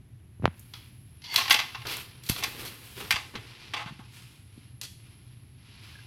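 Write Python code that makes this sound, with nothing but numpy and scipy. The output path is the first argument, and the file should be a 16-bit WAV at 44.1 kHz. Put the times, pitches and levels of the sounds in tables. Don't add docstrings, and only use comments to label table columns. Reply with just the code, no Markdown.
import sys
import numpy as np
from scipy import signal
from scipy.fft import rfft, irfft, next_fast_len
from scipy.io import wavfile

SR = 44100
rng = np.random.default_rng(int(sys.argv[2]) if len(sys.argv) > 2 else 0)


def int16_out(signal):
    q = np.round(np.clip(np.atleast_2d(signal).T, -1, 1) * 32767)
    wavfile.write(sys.argv[1], SR, q.astype(np.int16))


N = 267598
TIME = np.arange(N) / SR

# frequency in Hz, relative spectral density in dB.
AIR_SPECTRUM = [(15, -41.5), (25, -25.5), (85, -5), (120, 0), (149, -12), (363, -24), (451, -34),
                (1330, -40.5), (1700, -38.5), (2840, -40), (5140, -48), (6740, -53), (9570, -54.5),
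                (11000, -34.5), (12200, -56), (16000, -62)]
INSECT_SPECTRUM = [(9000, -44.5), (10000, -4.5), (10500, 7.5), (10800, 0.5), (11300, 7), (11700, -37),
                   (12800, -35.5)]
SWISH_SPECTRUM = [(200, -12.5), (400, -5.5), (650, -15), (900, -5.5), (1250, -6.5), (1800, -6),
                  (2300, -0.5), (2900, 0), (3350, -2), (4200, -4), (5200, -6), (6500, -18), (8000, -21.5),
                  (16000, -45.5)]
CRACKLE_SPECTRUM = [(500, -18.5), (1500, -10), (4000, -2.5), (7500, 1), (10000, 4.5), (13000, 7),
                    (16000, -4.5)]
CRUNCH_SPECTRUM = [(100, -2), (200, -1.5), (400, 2), (650, -9), (1000, -6.5), (2000, -7.5), (3500, -14),
                   (7000, -33), (16000, -41.5)]
# time in seconds, level in dB.
INSECT_LEVELS = [(0, -89), (.6, -67), (2.5, -62), (3.8, -73), (5.0, -64), (5.5, -70), (6.07, -67)]
# start in seconds, level in dB, frequency in Hz, quality factor.
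CASE_TAPS = [(.398, -31.5, 96, 8.2), (.4245, -32, 200, 2.3), (.4345, -23.5, 128, 1.3),
             (.4425, -18, 112, 2.7), (.457, -32, 89, 10), (.4785, -22.5, 167, 1.9)]
# time in seconds, level in dB, pulse width in seconds.
CASE_CLICKS = [(0.4238, -33, 0.00015), (0.4428, -24, 0.00012), (0.4559, -3, 0.00007),
               (0.4781, -20, 0.000086)]
# start, rise time and 60 dB decay time in seconds, level in dB.
CASE_BRUSHES = [(.415, 0.018, 0.32, -55), (0.447, 0.016, 0.071, -42), (.47, .045, 0.66, -62)]
# start, rise time and 60 dB decay time in seconds, swish level in dB,
# crackle in dB relative to the swish.
BOUGH_SHAKES = [(.44, 0.19, 2.9, -65, -2.5), (.72, 0.048, 0.9, -55, -8.5), (.95, 0.27, 1.5, -68, -24.5),
                (1.26, 0.12, 0.62, -38.5, -10.5), (1.38, 0.097, 3.1, -45, -13.5),
                (1.841, 0.086, 0.41, -33.5, -9), (1.97, 0.043, 0.15, -49, 1.5), (2.21, .07, .5, -49.5, 1),
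                (2.368, 0.023, 0.13, -36.5, -4.5), (2.42, 0.036, 1.7, -45, -2.5),
                (2.56, 0.043, 0.73, -44, -3.5), (2.7, 0.19, 4.2, -54.5, -0.5), (2.94, 0.048, 1.3, -45, -4),
                (3.251, 0.38, 1.5, -49.5, -23), (3.74, 0.065, 2.7, -55.5, -23),
                (4.08, 0.1, 0.98, -52, -1.5), (4.45, 0.2, 0.49, -60.5, -9), (4.93, 0.13, 3.3, -61.5, -10),
                (5.479, 0.31, 2.4, -54.5, -20.5), (5.79, 0.07, 1.4, -52.5, -10.5)]

# start in seconds, length in seconds, base level in dB, # spectral
# tilt in dB per octave, bite in dB.
STALK_SNAPS = [(.595, 0.0035, -62.5, 11.5, -20), (.736, 0.0076, -46, -6, 9.5), (1.219, .007, -60.5, -6, 14),
               (1.24, 0.031, -54.5, -6, 16), (1.341, 0.0077, -25, -3, -14),
               (1.3595, 0.004, -24.5, -2.5, 13.5), (1.497, 0.019, -24, -3, -8.5),
               (1.852, 0.023, -39.5, -7.5, -5), (1.869, 0.003, -51.5, 2, 19), (1.968, .004, -29.5, .5, -22),
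               (2.236, 0.0034, -51.5, 1.5, 3.5), (2.263, 0.011, -56.5, 3, 10), (2.289, 0.0067, -35, 0, 2),
               (2.296, .005, -24.5, 0.5, -2.5), (2.3625, 0.0054, -39, -7.5, 7),
               (2.651, 0.035, -45.5, 1, 0.5), (3.002, 0.016, -36.5, -3.5, -11),
               (4.8135, 0.0045, -39.5, 3.5, 0.5), (4.832, 0.025, -49.5, 2.5, 5)]
POLE_KNOCKS = [(1.379, 0.014, -21, 1.5, -12), (1.41, .011, -30, -1, 1.5), (1.456, 0.0035, -37.5, -5.5, 4.5),
               (1.479, 0.0064, -33.5, -2, 8), (1.5065, 0.0098, -17.5, 0, 7), (1.521, 0.0077, -27, 8.5, -4),
               (1.542, 0.0065, -20, 1.5, 0.5), (1.589, .013, -27, -1, 3), (1.747, 0.0087, -41, -7, 9),
               (1.817, 0.0077, -47, -1, 2), (2.425, 0.022, -32, 0, -5), (2.436, 0.008, -29, 5, 3),
               (3.107, 0.0058, -19, 2.5, -.5), (3.123, 0.0023, -22.5, 3.5, -7.5),
               (3.158, 0.01, -31, -1, 2.5), (3.354, 0.0081, -39, -2, 4.5),
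               (3.7355, 0.012, -29.5, -1.5, -1.5), (3.765, 0.015, -33, -2, -4.5),
               (3.785, 0.045, -37, -2.5, -7), (3.86, 0.038, -42, -2.5, -7.5),
               (3.991, 0.018, -45.5, -0.5, -22)]
PIVOT_HZ, BITE_HZ = 2500, 4320
# lower edge in Hz, upper edge in Hz.
CRACK_BANDS = [(720, 1580), (1780, 3560), (3700, 6100), (6000, 14200)]
SNAP_BAND_DB = [-14, -2, -2, -1.5]
KNOCK_BAND_DB = [-7, -0.5, -8, -15.5]
# frequency in Hz, bandwidth in Hz, gain in dB.
STALK_RESONANCES = [(2820, 490, -5), (3350, 200, 5), (4380, 580, 5.5), (11570, 2800, 0.5)]
SLIDE_RESONANCES = [(960, 77, -3.5), (2100, 68, 2.5), (2860, 180, -3), (3340, 200, -9.5), (4530, 170, 3),
                    (5570, 230, -22.5)]
POLE_RESONANCES = [(854, 47, 13), (1080, 78, 10), (1567, 32, 5), (2070, 60, 0), (2260, 63, -8),
                   (2685, 54, -1), (2694, 55, -11.5), (3448, 70, -9.5), (3950, 80, -5.5), (4670, 230, 2),
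                   (4990, 50, -13.5), (5560, 23, -11)]
# start in seconds, length in seconds, final level in dB.
POLE_SLIDES = [(1.227, 0.11, -34.5), (3.472, 0.43, -73), (4.55, .07, -75), (5.645, 0.17, -71)]
# start in seconds, length in seconds, level in dB.
LOW_CRUNCHES = [(1.85, 0.025, -44), (1.9, 0.045, -77), (2.35, 0.07, -47), (2.431, 0.077, -51),
                (2.547, 0.095, -47), (2.65, 0.059, -54), (2.968, 0.045, -44.5), (3.041, 0.017, -48.5),
                (3.34, 0.014, -44), (4.81, 0.024, -53.5)]
# start in seconds, level in dB, frequency in Hz, quality factor.
GROUND_THUDS = [(2.2975, -16, 172, 0.61), (2.317, -30.5, 120, 3.8), (3.140, -31.5, 76, 0.72),
                (3.353, -36, 246, 3.9), (3.860, -34, 160, 2.3), (3.908, -39, 166, 2),
                (3.922, -37, 188, 2.3), (3.994, -36.5, 196, 1.3), (4.577, -39.5, 252, 2.3)]
# start in seconds, frequency in Hz, level in dB.
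BAMBOO_SQUEAKS = [(5.951, 1680, -44), (5.986, 1610, -45.5)]
# time in seconds, gain in dB.
TREBLE_GAINS = [(0, 3), (2.4, 1.5), (3.1, 0), (3.2, -7.5), (4.85, -8), (5.3, -2.5)]


def from_db(db):
    return 10 ** (np.asarray(db) / 20)


def rms_one(x):
    return x / np.sqrt(np.mean(x ** 2) + 1e-20)


def gain_curve(rows):
    times, db = np.transpose(rows)
    return from_db(np.interp(TIME, times, db))


def add(out, start_s, sound):
    start = max(0, int(start_s * SR))
    out[start:start + len(sound)] += sound[:N - start]


def drift(rate_hz):
    knots = rng.standard_normal(int(N / SR * rate_hz) + 3)
    return rms_one(np.interp(TIME * rate_hz, np.arange(len(knots)), knots))


def colour(x, spectrum):
    hz, db = np.transpose(spectrum)
    size = next_fast_len(N)
    bin_hz = np.maximum(np.fft.rfftfreq(size, 1 / SR), 1)
    gain = from_db(np.interp(np.log(bin_hz), np.log(hz), db))
    return rms_one(irfft(rfft(x, size) * gain, size)[:N])


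def band(x, edges_hz, kind="band", order=2):
    return signal.sosfilt(signal.butter(order, edges_hz, kind, fs=SR, output="sos"), x)


def resonance(x, hz, width_hz):
    return signal.lfilter(*signal.iirpeak(hz, max(hz / width_hz, .3), fs=SR), x + 1e-18)


def grains(per_s, spread_db, size):
    strength = from_db(spread_db * np.minimum(rng.exponential(1, size), 4))
    return (rng.random(size) < per_s / SR) * strength * rng.choice([-1, 1], size)


def swell(start_s, rise_s, t60, db):
    t = np.maximum(TIME - start_s, 0)
    rise = np.sin(np.pi / 2 * np.minimum(t / rise_s, 1)) ** 2
    return rise * from_db(db - 60 * np.maximum(t - rise_s, 0) / t60)


def air():
    return from_db(-51.5) * colour(rng.standard_normal(N), AIR_SPECTRUM)


def motor():
    hz = 122.5 + 0.81 * drift(4.5)
    amplitude = from_db(-56.5 + 1.2 * drift(3))
    return amplitude * np.sin(2 * np.pi * np.cumsum(hz) / SR)


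def insects():
    return gain_curve(INSECT_LEVELS) * colour(rng.standard_normal(N), INSECT_SPECTRUM)


def bumps(rows, corner_hz):
    out, t = np.zeros(N), TIME[:SR // 8]
    force = t ** 2 * np.exp(-2 * np.pi * corner_hz * t)
    for start_s, db, hz, quality in rows:
        swing = resonance(force, hz, hz / quality)
        add(out, start_s, from_db(db) * swing / np.abs(swing).max())
    return band(out, 34, "high")


def finger_on_case():
    clicks, t = np.zeros(N), TIME[:SR // 50] - .01
    hard_edge = from_db(-21) * np.exp(-.5 * (t / 16e-6) ** 2)
    for time_s, db, width_s in CASE_CLICKS:
        pull = np.exp(-.5 * (t / width_s) ** 2)
        push = 0.97 * np.exp(-.5 * ((t / width_s - 6) / 2.76) ** 2)
        add(clicks, time_s + t[0], from_db(db) * (push - pull - hard_edge))
    friction = rms_one(band(grains(3000, 3.5, N), (300, 2800), order=3))
    brushes = sum(swell(*row) for row in CASE_BRUSHES) * friction
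    return band(clicks, 115, "high", order=1) + brushes + bumps(CASE_TAPS, corner_hz=667)


def rustle(per_s, spread_db, diffuse):
    return rms_one(grains(per_s, spread_db, N)) + diffuse * rng.standard_normal(N)


def foliage():
    swish_power, crackle_power = from_db(-86.5) ** 2, from_db(-87) ** 2
    for start_s, rise_s, t60, db, crackle_db in BOUGH_SHAKES:
        motion = swell(start_s, rise_s, t60, db)
        swish_power += motion ** 2
        crackle_power += (motion * from_db(crackle_db)) ** 2
    swish = colour(rustle(per_s=3000, spread_db=3.5, diffuse=0.88), SWISH_SPECTRUM)
    crackle = colour(rustle(per_s=3900, spread_db=-1.5, diffuse=1.4), CRACKLE_SPECTRUM)
    flutter = from_db(.9 * drift(70))
    return flutter * (np.sqrt(swish_power) * swish + np.sqrt(crackle_power) * crackle)


def cracks(rows, modes, band_db, per_s, spread_db, sag_nepers, release_s, echo_db, wash_db, t60, flex_db):
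    out, t = np.zeros(N), TIME[:SR * 2 // 3]
    octaves = np.log2(np.sqrt(np.prod(CRACK_BANDS, axis=1)) / PIVOT_HZ)
    bite_shape = np.exp(-(octaves - np.log2(BITE_HZ / PIVOT_HZ)) ** 2)
    for start_s, length_s, base_db, tilt, bite_db in rows:
        levels = base_db + np.array(band_db) + tilt * octaves + bite_db * bite_shape
        progress = np.minimum(t / length_s, 1)
        force = np.exp(-np.maximum(t - length_s, 0) / release_s - sag_nepers * progress)
        echo = from_db(echo_db) * np.interp(t - .016, t, force, left=0)
        energy = np.sum(force ** 2) / SR
        wash = from_db(wash_db - 60 * t / t60) * np.sqrt(energy / t60) * progress
        slips = force * rms_one(grains(per_s, spread_db, len(t)))
        slips += np.hypot(echo, wash) * rng.standard_normal(len(t))
        ringing = sum(from_db(db + rng.normal(0, 2.8)) * resonance(slips, hz, width_hz)
                      for hz, width_hz, db in modes)
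        for edges_hz, db in zip(CRACK_BANDS, levels):
            part = band(slips + ringing, edges_hz, order=4)
            contact_rms = np.sqrt(np.mean(part[:int(length_s * SR) + 1] ** 2))
            add(out, start_s, from_db(db) * part / contact_rms)
        add(out, start_s, from_db(levels[0] + flex_db) * band(slips, (220, 700)))
    return out


def stalk_snaps():
    return cracks(STALK_SNAPS, STALK_RESONANCES, SNAP_BAND_DB, per_s=6000, spread_db=0.5,
                  sag_nepers=0.71, release_s=0.0031, echo_db=-14, wash_db=7.5, t60=0.45, flex_db=6.5)


def pole_slides(grip_s=.008, build_db=22, t60=.12):
    pressure = np.zeros(N)
    for start_s, length_s, db in POLE_SLIDES:
        t = np.maximum(TIME - start_s, 0)
        below_peak_db = build_db * np.maximum(1 - t / length_s, 0)
        decay_db = 60 * np.maximum(t - length_s, 0) / t60
        pressure += np.minimum(t / grip_s, 1) * from_db(db - below_peak_db - decay_db)
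    slips = grains(5000, 2.2, N)
    ringing = sum(from_db(db) * resonance(slips, hz, width_hz) for hz, width_hz, db in SLIDE_RESONANCES)
    return pressure * rms_one(band(ringing, (700, 6000)))


def pole_knocks():
    return cracks(POLE_KNOCKS, POLE_RESONANCES, KNOCK_BAND_DB, per_s=6400, spread_db=1.5,
                  sag_nepers=.25, release_s=.004, echo_db=-16, wash_db=3.5, t60=0.39, flex_db=2.5)


def low_crunches():
    envelope = np.zeros(N)
    for start_s, length_s, db in LOW_CRUNCHES:
        corners_s = [0, .004, 0.0057 + length_s, 0.054 + length_s]
        burst = np.interp(TIME[:SR // 2], corners_s, [0.84, 0.92, 0.99, 0.1])
        add(envelope, start_s, from_db(db) * burst)
    return envelope * colour(rustle(per_s=790, spread_db=1.0, diffuse=0.39), CRUNCH_SPECTRUM)


def ground_thuds():
    return bumps(GROUND_THUDS, corner_hz=290)


def squeaks():
    out, envelope = np.zeros(N), np.hanning(int(0.013 * SR))
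    for start_s, hz, db in BAMBOO_SQUEAKS:
        pitch = hz * (1 + 0.022 * drift(330)[:len(envelope)])
        add(out, start_s, from_db(db) * envelope * np.sin(2 * np.pi * np.cumsum(pitch) / SR))
    return out


def early_reflections(x, count=10):
    out, dull = x.copy(), band(x, 5000, "low")
    for delay_s in rng.uniform(.002, .028, count):
        add(out, delay_s, from_db(-19) * rng.choice([-1, 1]) * dull)
    return out


def treble_shelf(x, corner_hz=11000):
    high = signal.sosfiltfilt(signal.butter(4, corner_hz, "high", fs=SR, output="sos"), x)
    return x + (gain_curve(TREBLE_GAINS) - 1) * high


def scene():
    tree = pole_knocks() + stalk_snaps() + pole_slides() + squeaks() + foliage()
    tree = from_db(-0.64) * treble_shelf(early_reflections(tree))
    foreground = tree + low_crunches() + ground_thuds() + finger_on_case()
    return (foreground + air() + motor() + insects())[None]


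def record(dry):
    return signal.sosfilt(signal.ellip(10, .1, 70, 16100, fs=SR, output="sos"), dry)


dry = scene()
out = record(dry)
int16_out(out)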